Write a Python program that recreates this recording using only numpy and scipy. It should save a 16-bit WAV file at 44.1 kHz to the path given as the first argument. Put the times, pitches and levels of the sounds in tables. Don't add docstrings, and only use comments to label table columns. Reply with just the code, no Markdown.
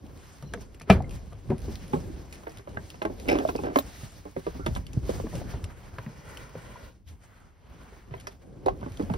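import sys
import numpy as np
from scipy import signal
from scipy.fft import rfft, irfft, next_fast_len
from scipy.io import wavfile
from scipy.ndimage import uniform_filter1d

SR = 44100
rng = np.random.default_rng(int(sys.argv[2]) if len(sys.argv) > 2 else 0)


def undo_db(level):
    steps = np.asarray(level, float) / 20
    return 10 ** steps


def unload_audio(sound):
    columns = np.transpose(np.atleast_2d(sound))
    steps = np.round(np.clip(columns, -1, 1) * 32767)
    wavfile.write(sys.argv[1], SR, steps.astype(np.int16))


N = 404397
PADDED = next_fast_len(N + 4096)

# start_s [s], level_db [dB]
LATCH_CONTACTS = [
    (0.896, -24),
    (0.9, -4.5),
    (0.9028, -7),
    (.907, -14),
    (0.9098, -15.5),
    (0.9224, -29),
]
# pitch_hz [Hz], level_db [dB], t60_s [s]
DOOR_MODES = [(81.4, -9.5, 0.099), (200, -12.5, 0.22), (400, -8.5, 0.085), (440, -9, 0.066),
              (674, -11, 0.073), (743, -10, 0.09), (2180, -22, 0.1), (1130, -22.5, 0.034),
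              (1350, -15.5, 0.04), (1706, -23, 0.12), (2371, -21, 0.15), (2585, -23, 0.11)]
# pitch_hz [Hz], level_db [dB], t60_s [s]
DOOR_TAIL = [(57.5, -25.5, 0.5), (150, -21.5, 0.45), (430, -23, 0.33), (980, -18.5, 0.051),
             (2500, -17, 0.053), (5000, -39.5, 0.11), (9000, -62, .1)]

# start_s [s], pitch_hz [Hz], level_db [dB], t60_s [s]
SINGLE_SWINGS = [(.9015, 75, -11, .1), (.8975, 388, -8, .06), (.905, 452, -14, .04), (.921, 194, -18, .15),
                 (.945, 83, -18, .25), (4.9735, 120, -4, 0.031), (1.934, 390, -18, .06),
                 (1.933, 850, -24, .06), (2.1, 320, -31, .07), (.558, 200, -34, 0.11),
                 (2.777, 116.5, -26, 0.06), (3.05, 326, -23.5, 0.11), (4.475, 170, -30.5, 0.09),
                 (5.483, 90, -24.5, 0.1), (5.632, 90, -22, 0.09), (6.757, 990, -36, .04),
                 (7.095, 82, -36, 0.16), (7.924, 414, -42, 0.039), (8.665, 320, -19.5, 0.053),
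                 (8.912, 89.5, -27.5, .12), (9.104, 190, -21, 0.062), (0.55, 480, -31.5, 0.11),
                 (8.662, 760, -14.5, 0.045), (8.683, 760, -15, 0.04), (2.771, 1550, -24.5, 0.028),
                 (2.772, 1750, -28.5, 0.033), (3.76, 560, -12, 0.06), (1.681, 390, -29, 0.06),
                 (3.392, 290, -22, .13), (4.684, 150, -18, .03), (5.2, 520, -28, .04), (5.35, 550, -29, .06),
                 (5.093, 520, -17, .04), (1.004, 750, -25, .045), (4.365, 500, -26, .045),
                 (4.373, 162, -30, .11), (4.469, 426, -24, 0.049), (3.451, 633, -11, 0.036),
                 (.538, 1650, -30.5, .03), (3.331, 480, -9, .025), (9.097, 850, -31, .06),
                 (8.835, 1500, -42, 0.071), (8.138, 1990, -40, .03)]

# start_s [s], peak_db [dB], body_hz [Hz], upper_db [dB re peak], crack_db [dB re peak]
PANEL_KNOCKS = [(0.427, -25.5, 144.6, -20.5, -33), (0.811, -35.5, 154.4, -12, -13.5),
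                (1.324, -29, 102, -17, -28), (1.503, -13.5, 225, -15.5, -29.5),
                (1.683, -24.5, 216, -21.5, -45), (1.959, -21.5, 116.5, -8.5, -56.5),
                (2.469, -27.5, 464, -4, -15.5), (4.255, -31.5, 295, -5, -27), (4.552, -29, 259, -11.5, -37),
                (4.762, -27, 193, -4.5, -10.5), (5.331, -22, 166.4, -16, -38), (6.552, -30, 159, -17, -26),
                (8.27, -34, 608, -7, -4.5), (8.662, -12, 520, -12, -28)]
# start_s [s], peak_db [dB], body_hz [Hz], upper_db, crack_db [dB re peak]
TRIM_KNOCKS = [(0.039, -34.5, 215, -31, -34.5), (0.537, -28, 414, -5, -7.5), (1.488, -15, 110, -48, -54),
               (1.519, -17, 253, -10.5, -47), (1.935, -10, 252, -12, -24), (2.674, -25, 555, -12, -27),
               (3.018, -22, 346, 2.5, -8), (3.052, -19.5, 334, -1, -14), (3.099, -24, 268, -7, -29),
               (3.387, -15, 302, -16, -18), (4.365, -19, 376, -13.5, -26.5),
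               (4.467, -15, 478, -12.5, -24.5), (4.595, -25, 282, -11, -62), (4.664, -14, 344, -9, -13.5),
               (4.683, -19, 114, -29, -46.5), (5.239, -20.5, 310, -40, -48), (5.984, -26, 109, -8, -11),
               (6.063, -21.5, 150, -35, -29), (8.11, -25.5, 109.5, -18, -30), (8.139, -30, 117, -3, -13),
               (8.862, -22.5, 257, -10, -27), (8.997, -11.5, 297, -21.5, -29),
               (9.1, -15, 168.5, -13, -27.5), (9.138, -26, 228, -3.5, -9.5)]
# start_s [s], peak_db [dB], body_hz [Hz], upper_db [dB re peak], crack_db [dB re peak]
DAMPED_KNOCKS = [(1.006, -18, 111, -14, -34), (2.772, -16, 131, -10.5, -23.5), (3.331, -7.5, 375, -25, -23),
                 (3.355, -4.5, 324, -13, -26), (3.451, -13, 500, -17, -35), (3.553, -8.5, 470, -10, -24),
                 (3.76, -3, 630, 0, -14), (3.787, -10, 420, -1.5, -16), (4.033, -18.5, 150, -23, -40),
                 (4.968, -19, 297, -46, -59.5), (5.093, -10, 352, -39, -35), (5.2, -23.5, 137, -5.5, -34),
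                 (5.269, -21, 260, -11.5, -26), (5.416, -22.5, 538, -17, -35),
                 (5.539, -13.5, 114.5, -16.5, -40), (8.684, -9.5, 743, -10, -20),
                 (8.83, -13, 117, -15, -34), (9.033, -15, 209, -40, -45)]
# start_s [s], peak_db [dB], body_hz [Hz], upper_db, crack_db [dB re peak]
BOUNCES = [(.575, -30.5, 414, -17, -25), (.615, -47, 300, -17, -27), (.876, -29.5, 253, -30, -45.5),
           (2.435, -40.5, 507, 1, -9), (2.595, -36, 400, -10, -14), (2.943, -36.5, 700, -8, -12),
           (3.256, -29, 420, -19, -20), (3.29, -13.5, 355, -22, -28), (3.31, -14, 504, -22, -26),
           (3.489, -16.5, 714, -10, -14), (3.59, -23, 303, -3, -25), (3.636, -26.5, 260, -2, -12),
           (3.669, -24.5, 290, -5, -19), (3.701, -22.5, 301, -14, -27), (5.1, -19, 485, -7, -30),
           (8.71, -27.5, 400, -11, -30), (8.815, -32, 201, -8, -23), (9.01, -18.5, 330, -17, -34)]
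PANEL_T60_S, TRIM_T60_S, DAMPED_T60_S, BOUNCE_T60_S = 0.13, 0.09, 0.042, 0.07
TAIL_DB, TAIL_STRETCH = -24, 1.8

# start_s [s], body_db [dB], grit_db [dB]
SCRAPE_STROKES = [
    [(3.272, -41, -57), (3.287, -20.5, -25), (3.45, -37, -67)],
    [(3.47, -71, -59), (3.494, -25.5, -41.5), (3.52, -60, -77)],
    [(3.634, -28.5, -58), (3.682, -33, -54), (3.74, -40, -75)],
]
# pitch_hz [Hz], width_hz [Hz], level_db [dB]
SILL_MODES = [(275, 21.5, 9), (350, 74, 9.5), (500, 40, 2.5), (584, 170, 11), (707, 130, 6.5),
              (1404, 600, 0)]
# pitch_hz [Hz], width_hz [Hz], level_db [dB]
GRIT_MODES = [(2270, 490, 19.5), (3500, 450, 5), (5200, 200, 3.5)]

# start_s [s], pitch_hz [Hz], level_db [dB], t60_s [s]
KEY_PARTIALS = [
    (.49, 2900, -61, .08),
    (1.043, 2080, -50, 0.08),
    (3.58, 2550, -43, 0.05),
    (3.765, 274.6, -21, 0.12),
    (3.768, 14700, -30, .08),
    (3.787, 14500, -20, 0.04),
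    (3.789, 13200, -29, 0.048),
    (6.553, 500, -35, .05),
    (6.371, 2980, -45, .025),
]

# start_s [s], peak_db [dB], pitch_hz
# [Hz]
DRY_TICKS = [(0.5365, -29.5, 3240), (0.7457, -41, 2490), (0.8999, -16.5, 2660), (1.0222, -39.5, 2220),
             (1.5, -42, 2100), (1.7553, -31, 3630), (1.93, -41, 2490), (2.5725, -36, 3370),
             (2.9026, -32.5, 2980), (3.0507, -33.5, 2480), (3.1986, -35.5, 2410), (3.3867, -29, 3100),
             (3.477, -40, 3700), (3.5618, -32, 4500), (3.7878, -22, 3580), (4.8666, -34.5, 3130),
             (4.932, -35.5, 5440), (5.354, -30, 2570), (5.6415, -28.5, 2600), (6.3723, -32, 2940),
             (8.972, -37, 3290), (9.1375, -36, 2870),
             (.0648, -47.5, 2840), (.174, -42, 2380), (0.4247, -39, 1400), (0.7984, -37, 2300),
               (1.094, -41, 2700), (1.305, -57, 2000), (1.33, -46, 2950), (1.581, -39, 8400),
               (1.591, -45, 9000), (1.603, -44, 9000), (1.6182, -42, 4780), (1.658, -53, 4500),
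               (1.724, -46, 5120), (1.88, -40, 9500), (2.3096, -47, 2170), (2.355, -40, 2310),
               (2.434, -45, 2300), (2.4947, -42.5, 5000), (2.505, -46, 3500), (2.519, -42, 2500),
               (2.584, -39, 4000), (2.6918, -47, 4330), (2.955, -45, 3000), (3.3, -30, 5200),
               (3.316, -29, 2400), (3.328, -34, 5200), (3.397, -37, 3020), (3.4855, -38, 2080),
               (3.495, -33, 1500), (3.6157, -47, 3780), (3.636, -42, 1400), (3.6571, -41, 1500),
               (3.768, -35, 9000), (3.772, -28, 2000), (4.77, -33, 8500), (4.78, -48, 2000),
               (5.9863, -44, 2030), (7.0863, -47, 3380), (8.2092, -40, 2000), (8.8104, -49, 3260),
               (8.92, -38.5, 2500), (9.0249, -41, 3200)]
# start_s [s], peak_db [dB], pitch_hz [Hz]
SCUFFS = [(0.816, -40, 2660), (1.109, -40, 2790), (2.326, -35.5, 2220), (3.0234, -37, 2550),
          (3.2844, -28, 2500), (3.7574, -30.5, 2630), (4.662, -28, 3040), (4.7506, -35, 3300),
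          (5.0952, -37.5, 3100), (7.0757, -53, 3360), (8.1993, -40.5, 2990), (8.2703, -35, 5100),
          (8.6604, -37, 3850), (8.6847, -43, 3250)]
TICK_T60_S, SCUFF_T60_S = 0.026, 0.073

# start_s [s], end_s [s], pitch_hz [Hz], level_db [dB]
RUBBING_TONES = [(.42, .45, 5720, -65), (.46, .52, 5720, -66), (.42, .455, 4070, -67),
                 (.45, .535, 4090, -66), (4.595, 4.66, 1350, -50), (4.39, 4.43, 1600, -59),
                 (4.44, 4.465, 2100, -59), (5.31, 5.335, 1850, -54), (7.23, 7.25, 700, -62),
                 (7.245, 7.27, 950, -62), (8.17, 8.2, 3200, -62), (8.3, 8.34, 3600, -70)]

# pitch_hz [Hz], share [0-1]
LIKENESS = [(40, .85), (600, .5), (1200, .3), (2800, .6), (4800, .7), (6000, .5), (7000, .999),
            (8200, .999), (9200, .8), (10300, .999), (11800, .999), (12800, .7), (13700, .9995)]
# pitch_hz [Hz], left_lead [half cycles]
PORTS_AHEAD = [(0, 0), (5200, 0), (7000, -1), (8000, -1), (10300, -2), (11800, -2), (13700, -3),
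               (17000, -3)]
# pitch_hz [Hz], left_lead [half cycles]
PORTS_BESIDE = [(0, 0), (300, -.27), (550, -.55), (900, -.75), (1700, -.68), (1950, -1.32), (2500, -1.45),
                (3500, -1.8), (4500, -2)]
# pitch_hz [Hz], left_db [dB towards the left port]
LEAN_AHEAD = [(40, 0), (400, .7), (1400, 0), (3500, 1.2), (6000, 1), (8000, 0)]
# pitch_hz [Hz], left_db [dB towards the left port]
LEAN_BESIDE = [(40, 0), (300, -1.3), (1200, -1.8), (2300, -.3), (4000, 1.2), (6000, 1), (8000, 0)]
# start_s [s], end_s [s]
BESIDE_SPANS = [
    (1.9, 5.22),
    (8.0, 9.17),
]

# start_s [s], length_s [s], rumble_db [dB], seat_db [dB re rumble]
HEAVES = [(0, 0.31, -48, 1.5), (.42, 0.35, -43, -3.5), (.89, 0.35, -33.5, -10.5), (1.42, 0.65, -39, -6),
          (1.9, 0.34, -40, 1), (2.66, 0.28, -43, -2), (3.0, 0.43, -45, 5.5), (3.26, 0.23, -37.5, 10),
          (3.5, 0.42, -44, 1.5), (3.95, 0.21, -49, -25), (4.55, 0.82, -36, -10.5), (5.0, 0.36, -35, -3),
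          (5.3, 0.43, -37, -7), (7.05, 0.11, -53.5, -25), (7.62, 0.54, -57, 3), (8.06, 0.18, -46, -1.5),
          (8.43, 0.43, -52, 8.5), (8.65, 0.17, -37.5, 1.5), (9.0, 0.97, -34, -4)]
# start_s [s], length_s [s], cloth_db [dB], street_range_db [dB re cloth]
RUSTLES = [(.05, 0.59, -62.5, 5), (.9, 0.053, -50, 20.5), (1.1, 0.11, -60, 4), (1.5, 0.77, -59.5, 0),
           (2.15, 0.52, -70, -6), (2.79, 0.25, -62.5, -4), (3.18, 0.48, -54.5, -3), (3.74, 0.093, -54, 8),
           (3.86, 0.3, -53.5, 2), (4.25, 0.82, -61, 3.5), (5.04, 0.2, -51, 3), (5.27, 0.18, -55, 0.5),
           (5.48, 0.081, -54.5, 7), (5.69, .04, -65, 14), (5.73, 0.18, -64.5, 9), (7.2, 0.098, -68, 8.5),
           (8.3, 0.047, -64.5, 6), (8.415, 0.025, -71.5, 10), (8.83, 0.079, -72, 19),
           (9.095, .07, -66.5, 15), (.6, 0.039, -57, 3), (2.33, 0.029, -60, 6), (7.075, 0.043, -59.5, -0.5),
           (7.29, 0.18, -71.5, 16), (7.62, 0.59, -68, 13), (8.08, 0.2, -67.5, 12), (8.76, 0.61, -64, 2),
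           (8.9, 0.28, -64.5, 6.5)]
# peak reached, hold ends [shares of length], level at both ends [dB]
HEAVE_SHAPE, RUSTLE_SHAPE = (0.098, 0.48, -8), (0.29, 0.51, -8.5)
# start_s [s], level_db [dB]
STREET = [(0, -64.5), (2.2, -57.5), (4.9, -61.5), (5.68, -57), (5.91, -56), (6.38, -52.5), (6.83, -53),
          (6.93, -58.5), (6.99, -68), (7.06, -76), (7.12, -59.5), (7.19, -68), (7.33, -63.5), (7.52, -72),
          (9.17, -59.5)]
# level_db [dB at a street of -60 dB], swing_share [ratio]
STREET_SHARES = [(-51.5, 0.22), (-55.5, 0.8), (-62.5, 1.54), (-71, 1.1)]
# pitch_hz [Hz], density_db [dB per Hz]
AIR = [(25, 1.5), (64, 5.5), (200, -9), (911, -21), (2000, -26.5), (3340, -32.5), (7920, -34), (9570, -31),
       (10700, -86), (13200, -44.5), (16000, -35)]
CRACKLE_PER_S, CRACKLE_DB, CRACKLE_SPREAD_DB = 74, 12, 4.5
# from s to s, comb spacing, share of the echo
PASSING_S, WALL_COMB_HZ, WALL_ECHO = (6.0, 6.95), 495, 0.35

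# low_hz [Hz], high_hz [Hz], level_db [dB], share [of short spans]
FLICKER_BANDS = [(6190, 11000, -8, .35), (15060, 15900, -2.5, 0.6)]


def latch():
    out = np.zeros(N)
    chances = rng.uniform(-0.84, 1, (len(LATCH_CONTACTS), len(DOOR_MODES)))
    for (s, db), chance in zip(LATCH_CONTACTS, chances):
        for (hz, mode_db, t60), off in zip(DOOR_MODES, chance):
            t, fall = fading(0.36 * t60, rise=0.0003)
            strength = off + 0.5 * np.sign(off)
            add(out, s, undo_db(db + mode_db + 9) * strength * fall * np.sin(2 * np.pi * hz * t))
    for hz, db, t60 in DOOR_TAIL:
        t, fall = fading(t60, rise=0.0036)
        add(out, 0.899, undo_db(db) * fall * rms_one(band(burst(len(t)), hz / 1.46, hz * 1.43)))
    return out


def swings():
    out = np.zeros(N)
    for s, hz, db, t60 in SINGLE_SWINGS:
        t, fall = fading(t60, rise=0.26 / hz)
        add(out, s, -undo_db(db) * fall * np.sin(2 * np.pi * hz * t))
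    return out


def knocks():
    out, upper_hz = np.zeros(N), np.geomspace(430, 1080, 6)
    kinds = [(PANEL_KNOCKS, PANEL_T60_S), (TRIM_KNOCKS, TRIM_T60_S),
             (DAMPED_KNOCKS, DAMPED_T60_S), (BOUNCES, BOUNCE_T60_S)]
    hits = [(*row, t60) for rows, t60 in kinds for row in rows]
    chances = rng.normal(size=(len(hits), 2, 9))
    not_first = np.arange(9) > 0
    for (s, db, hz, upper_db, crack_db, t60), chance in zip(hits, chances):
        pitches = np.r_[hz * np.array([1, 1.4, 0.65]), upper_hz]
        pitches = pitches * (1 + 0.063 * chance[0] * not_first)
        gains = undo_db(db + np.r_[-4, -8, -9, np.full(6, upper_db - 5)])
        gains = gains * (1 + 0.36 * chance[1] * not_first) * np.sign(chance[0])
        for pitch, gain in zip(pitches, gains):
            rise = (0.61 + 0.7 * (pitch < 1.5 * hz)) / pitch
            t, fall = fading(t60 * (300 / pitch) ** 0.5, rise)
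            add(out, s - 0.001, gain * fall * np.sin(2 * np.pi * pitch * t))
        t, fall = fading(TAIL_STRETCH * t60, rise=0.0062)
        murmur = rms_one(band(burst(len(t)), 0.7 * hz, hz + 500))
        add(out, s, undo_db(db + TAIL_DB) * fall * murmur)
        t, fall = fading(0.6 * t60, rise=0.0002)
        fall = fall + 2.0 * fall ** 5
        crack = rms_one(band(burst(len(t)), 900, 2070))
        add(out, s, undo_db(db + crack_db - 1.5) * fall * crack)
    return out


def scrape():
    sizes = undo_db(4.5 * np.minimum(rng.exponential(1, N), 3)) * rng.choice([-1, 1], N)
    slips = (rng.random(N) < 1300 / SR) * sizes
    out, time = np.zeros(N), np.arange(N) / SR
    for k, modes in enumerate((SILL_MODES, GRIT_MODES)):
        rung = rms_one(sum(undo_db(db) * rms_one(band(slips, hz - width / 2, hz + width / 2))
                           for hz, width, db in modes))
        for stroke in SCRAPE_STROKES:
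            inside_s = np.minimum(time - stroke[0][0], stroke[-1][0] - time)
            on = np.clip(inside_s / 0.0058, 0, 1)
            out += on * undo_db(in_time(stroke)[k]) * rung
    return out


def keys():
    out = np.zeros(N)
    for s, hz, db, t60 in KEY_PARTIALS:
        t, fall = fading(t60, rise=0.0006)
        pair = np.sin(2 * np.pi * hz * t) + 1.17 * np.sin(2.03 * np.pi * hz * t)
        add(out, s, undo_db(db) * fall * pair)
    return out


def ticks():
    out = np.zeros(N)
    contacts = [(*row, TICK_T60_S) for row in DRY_TICKS]
    contacts += [(*row, SCUFF_T60_S) for row in SCUFFS]
    for s, db, hz, t60 in contacts:
        t, fall = fading(t60, rise=0.0001)
        white = burst(len(t))
        puff = rms_one(band(white, 1330, 9100))
        puff = puff + 0.65 * rms_one(band(white, hz / 1.154, hz * 1.174))
        add(out, s, undo_db(db - 10) * (fall + fall ** 6) * puff)
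    return out


def squeaks():
    out = np.zeros(N)
    for start, end, hz, db in RUBBING_TONES:
        t = np.arange(int((end - start) * SR)) / SR
        on = np.clip(np.minimum(t, t[-1] - t) / 0.012, 0, 1)
        width = 1 + 50 / hz + 0.07 * (hz < 2000)
        rough = band(rng.standard_normal(len(t)), hz / width, hz * width)
        rough = band(rough, hz / width, hz * width)
        add(out, start, on * undo_db(db - 3) * (rms_one(rough) + np.sin(2 * np.pi * hz * t)))
    return out


def ports(x, beside=0, gain=1):
    hz = np.fft.rfftfreq(PADDED, 1 / SR)
    lead = np.interp(hz, *np.transpose(PORTS_AHEAD))
    lead = lead + beside * np.interp(hz, *np.transpose(PORTS_BESIDE))
    turn = np.exp(0.5j * np.pi * np.outer([1, -1], lead))
    return irfft(gain * rfft(x, PADDED) * turn, PADDED)[:, :N]


def cabin(x):
    out = np.zeros((2, N))
    lags_s = 0.0032 + 0.024 * (np.arange(12) * np.sqrt(2) % 1)
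    for k, lag in enumerate((lags_s * SR).astype(int)):
        out[k % 2, lag:] += undo_db(-400 * lag / SR) * (-1) ** (k // 2) * x[:-lag]
    return band(out, 250, 6500)


def background():
    levels_db, out, together = background_levels(), 0, drift(10)
    edges = 25 * 2 ** np.arange(0, 9.6, 0.5)
    snaps = crackle()
    white = diffuse(snaps), diffuse(snaps)
    for k, (low, high) in enumerate(zip(edges, edges[1:])):
        hz = np.sqrt(low * high)
        place = np.interp(np.log(hz), np.log([100, 350, 1400, 4500]), [0, 1, 2, 3])
        shares = np.maximum(1 - abs(place - np.arange(4)), 0)
        flicker_db = 1.7 * together + 1.4 * drift(9)
        level_db = shares @ (levels_db + [[-22], [-17], [-10], [-2]])
        gain = undo_db(at_hz(AIR, hz) + 43 + level_db + flicker_db)
        out = out + gain * band(white[k % 2], low, high)
    return out


def background_levels():
    time = np.arange(0, N, 64) / SR
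    base_db, share = np.transpose(STREET_SHARES)[:, :, None]
    street_db = np.interp(time, *np.transpose(STREET))
    street = undo_db(2 * (base_db + share * (street_db + 60)))
    rumble, seat = swells(HEAVES, HEAVE_SHAPE, time)
    cloth, sleeve = swells(RUSTLES, RUSTLE_SHAPE, time)
    power = street + [rumble, seat, sleeve, cloth]
    return np.array([np.interp(np.arange(N) / SR, time, row) for row in 10 * np.log10(power)])


def swells(rows, shape, time):
    s, length, db, other_db = np.transpose(rows)[:, :, None]
    peak, hold, end_db = shape
    x = (time - s) / length
    away = np.maximum(np.maximum(1 - x / peak, (x - hold) / (1 - hold)), 0)
    power = undo_db(2 * (db + end_db * away))
    return power.sum(0), (power * undo_db(2 * other_db)).sum(0)


def diffuse(snaps):
    alike = at_hz(LIKENESS, np.fft.rfftfreq(PADDED, 1 / SR) + 1)
    white = rng.standard_normal((3, N))
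    return ports(white[0] + snaps, gain=np.sqrt(alike)) + ports(white[1:], gain=np.sqrt(1 - alike))


def crackle():
    sizes_db = CRACKLE_DB + CRACKLE_SPREAD_DB * np.minimum(rng.exponential(1, N), 4)
    sizes = undo_db(sizes_db) * rng.choice([-1, 1], N)
    return sizes * (rng.random(N) < CRACKLE_PER_S / SR)


def drift(rate):
    r = np.exp(-80 * np.pi * rate / SR)
    slow = signal.lfilter([1], [1, -2 * r, r * r], rng.standard_normal(N // 40 + 2002))[2000:]
    return np.interp(np.arange(N) / 40, np.arange(len(slow)), rms_one(slow))


def burst(count):
    return rng.standard_normal(count)


def fading(t60, rise=0.00017):
    t = np.arange(int(t60 * SR) + 64) / SR
    return t, (1 - np.exp(-t / rise)) * undo_db(-60 * t / t60)


def band(x, low_hz, high_hz):
    edges_hz = [low_hz, min(high_hz, 0.45 * SR)]
    return signal.sosfilt(signal.butter(2, edges_hz, "band", fs=SR, output="sos"), x)


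def rms_one(x):
    return x / np.sqrt(np.mean(x ** 2) + 1e-20)


def in_time(rows):
    s, *columns = np.transpose(rows)
    return [np.interp(np.arange(N) / SR, s, c) for c in columns]


def at_hz(points, hz):
    table_hz, values = np.transpose(points)
    return np.interp(np.log(hz), np.log(table_hz), values)


def add(out, s, x):
    i = int(s * SR)
    out[i:i + len(x)] += x[:N - i]


def scene():
    air = background()
    near = latch() + swings() + knocks() + scrape() + keys() + ticks() + squeaks()
    time, hz = np.arange(N) / SR, np.fft.rfftfreq(PADDED, 1 / SR) + 1
    beside = sum(1.0 * (time > start) * (time < end) for start, end in BESIDE_SPANS)
    beside = uniform_filter1d(beside, size=800)
    ahead_gain = undo_db(np.outer([1, -1], at_hz(LEAN_AHEAD, hz)))
    beside_gain = undo_db(np.outer([1, -1], at_hz(LEAN_BESIDE, hz)))
    placed = ports(near * (1 - beside), gain=ahead_gain)
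    placed = placed + ports(near * beside, beside=0.97, gain=beside_gain)
    passing = 1.0 * (time > PASSING_S[0]) * (time < PASSING_S[1])
    echo = WALL_ECHO * uniform_filter1d(passing, size=4000)
    air = air + echo * np.roll(band(air, 300, 2800), int(SR / WALL_COMB_HZ), axis=1)
    return placed + undo_db(-14.0) * cabin(near) + air


def roll_off(x):
    return signal.sosfilt(signal.butter(12, 16500, fs=SR, output="sos"), x)


def record(dry):
    out = np.tanh(signal.sosfilt(signal.butter(2, 43, "high", fs=SR, output="sos"), dry))
    for low_hz, high_hz, db, share in FLICKER_BANDS:
        kept = np.repeat(rng.random(N // 1024 + 1) < share, 1024)[:N]
        kept = uniform_filter1d(1.0 * kept, size=1024)
        difference = band((dry[0] - dry[1]) / 2, low_hz, high_hz)
        difference = band(difference, low_hz, high_hz)
        out = out + undo_db(db) * kept * np.roll(difference, 300)
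    mix = signal.sosfilt(signal.cheby2(12, 60, 16550, fs=SR, output="sos"), out)
    return roll_off(mix)


dry = scene()
out = record(dry)
unload_audio(out)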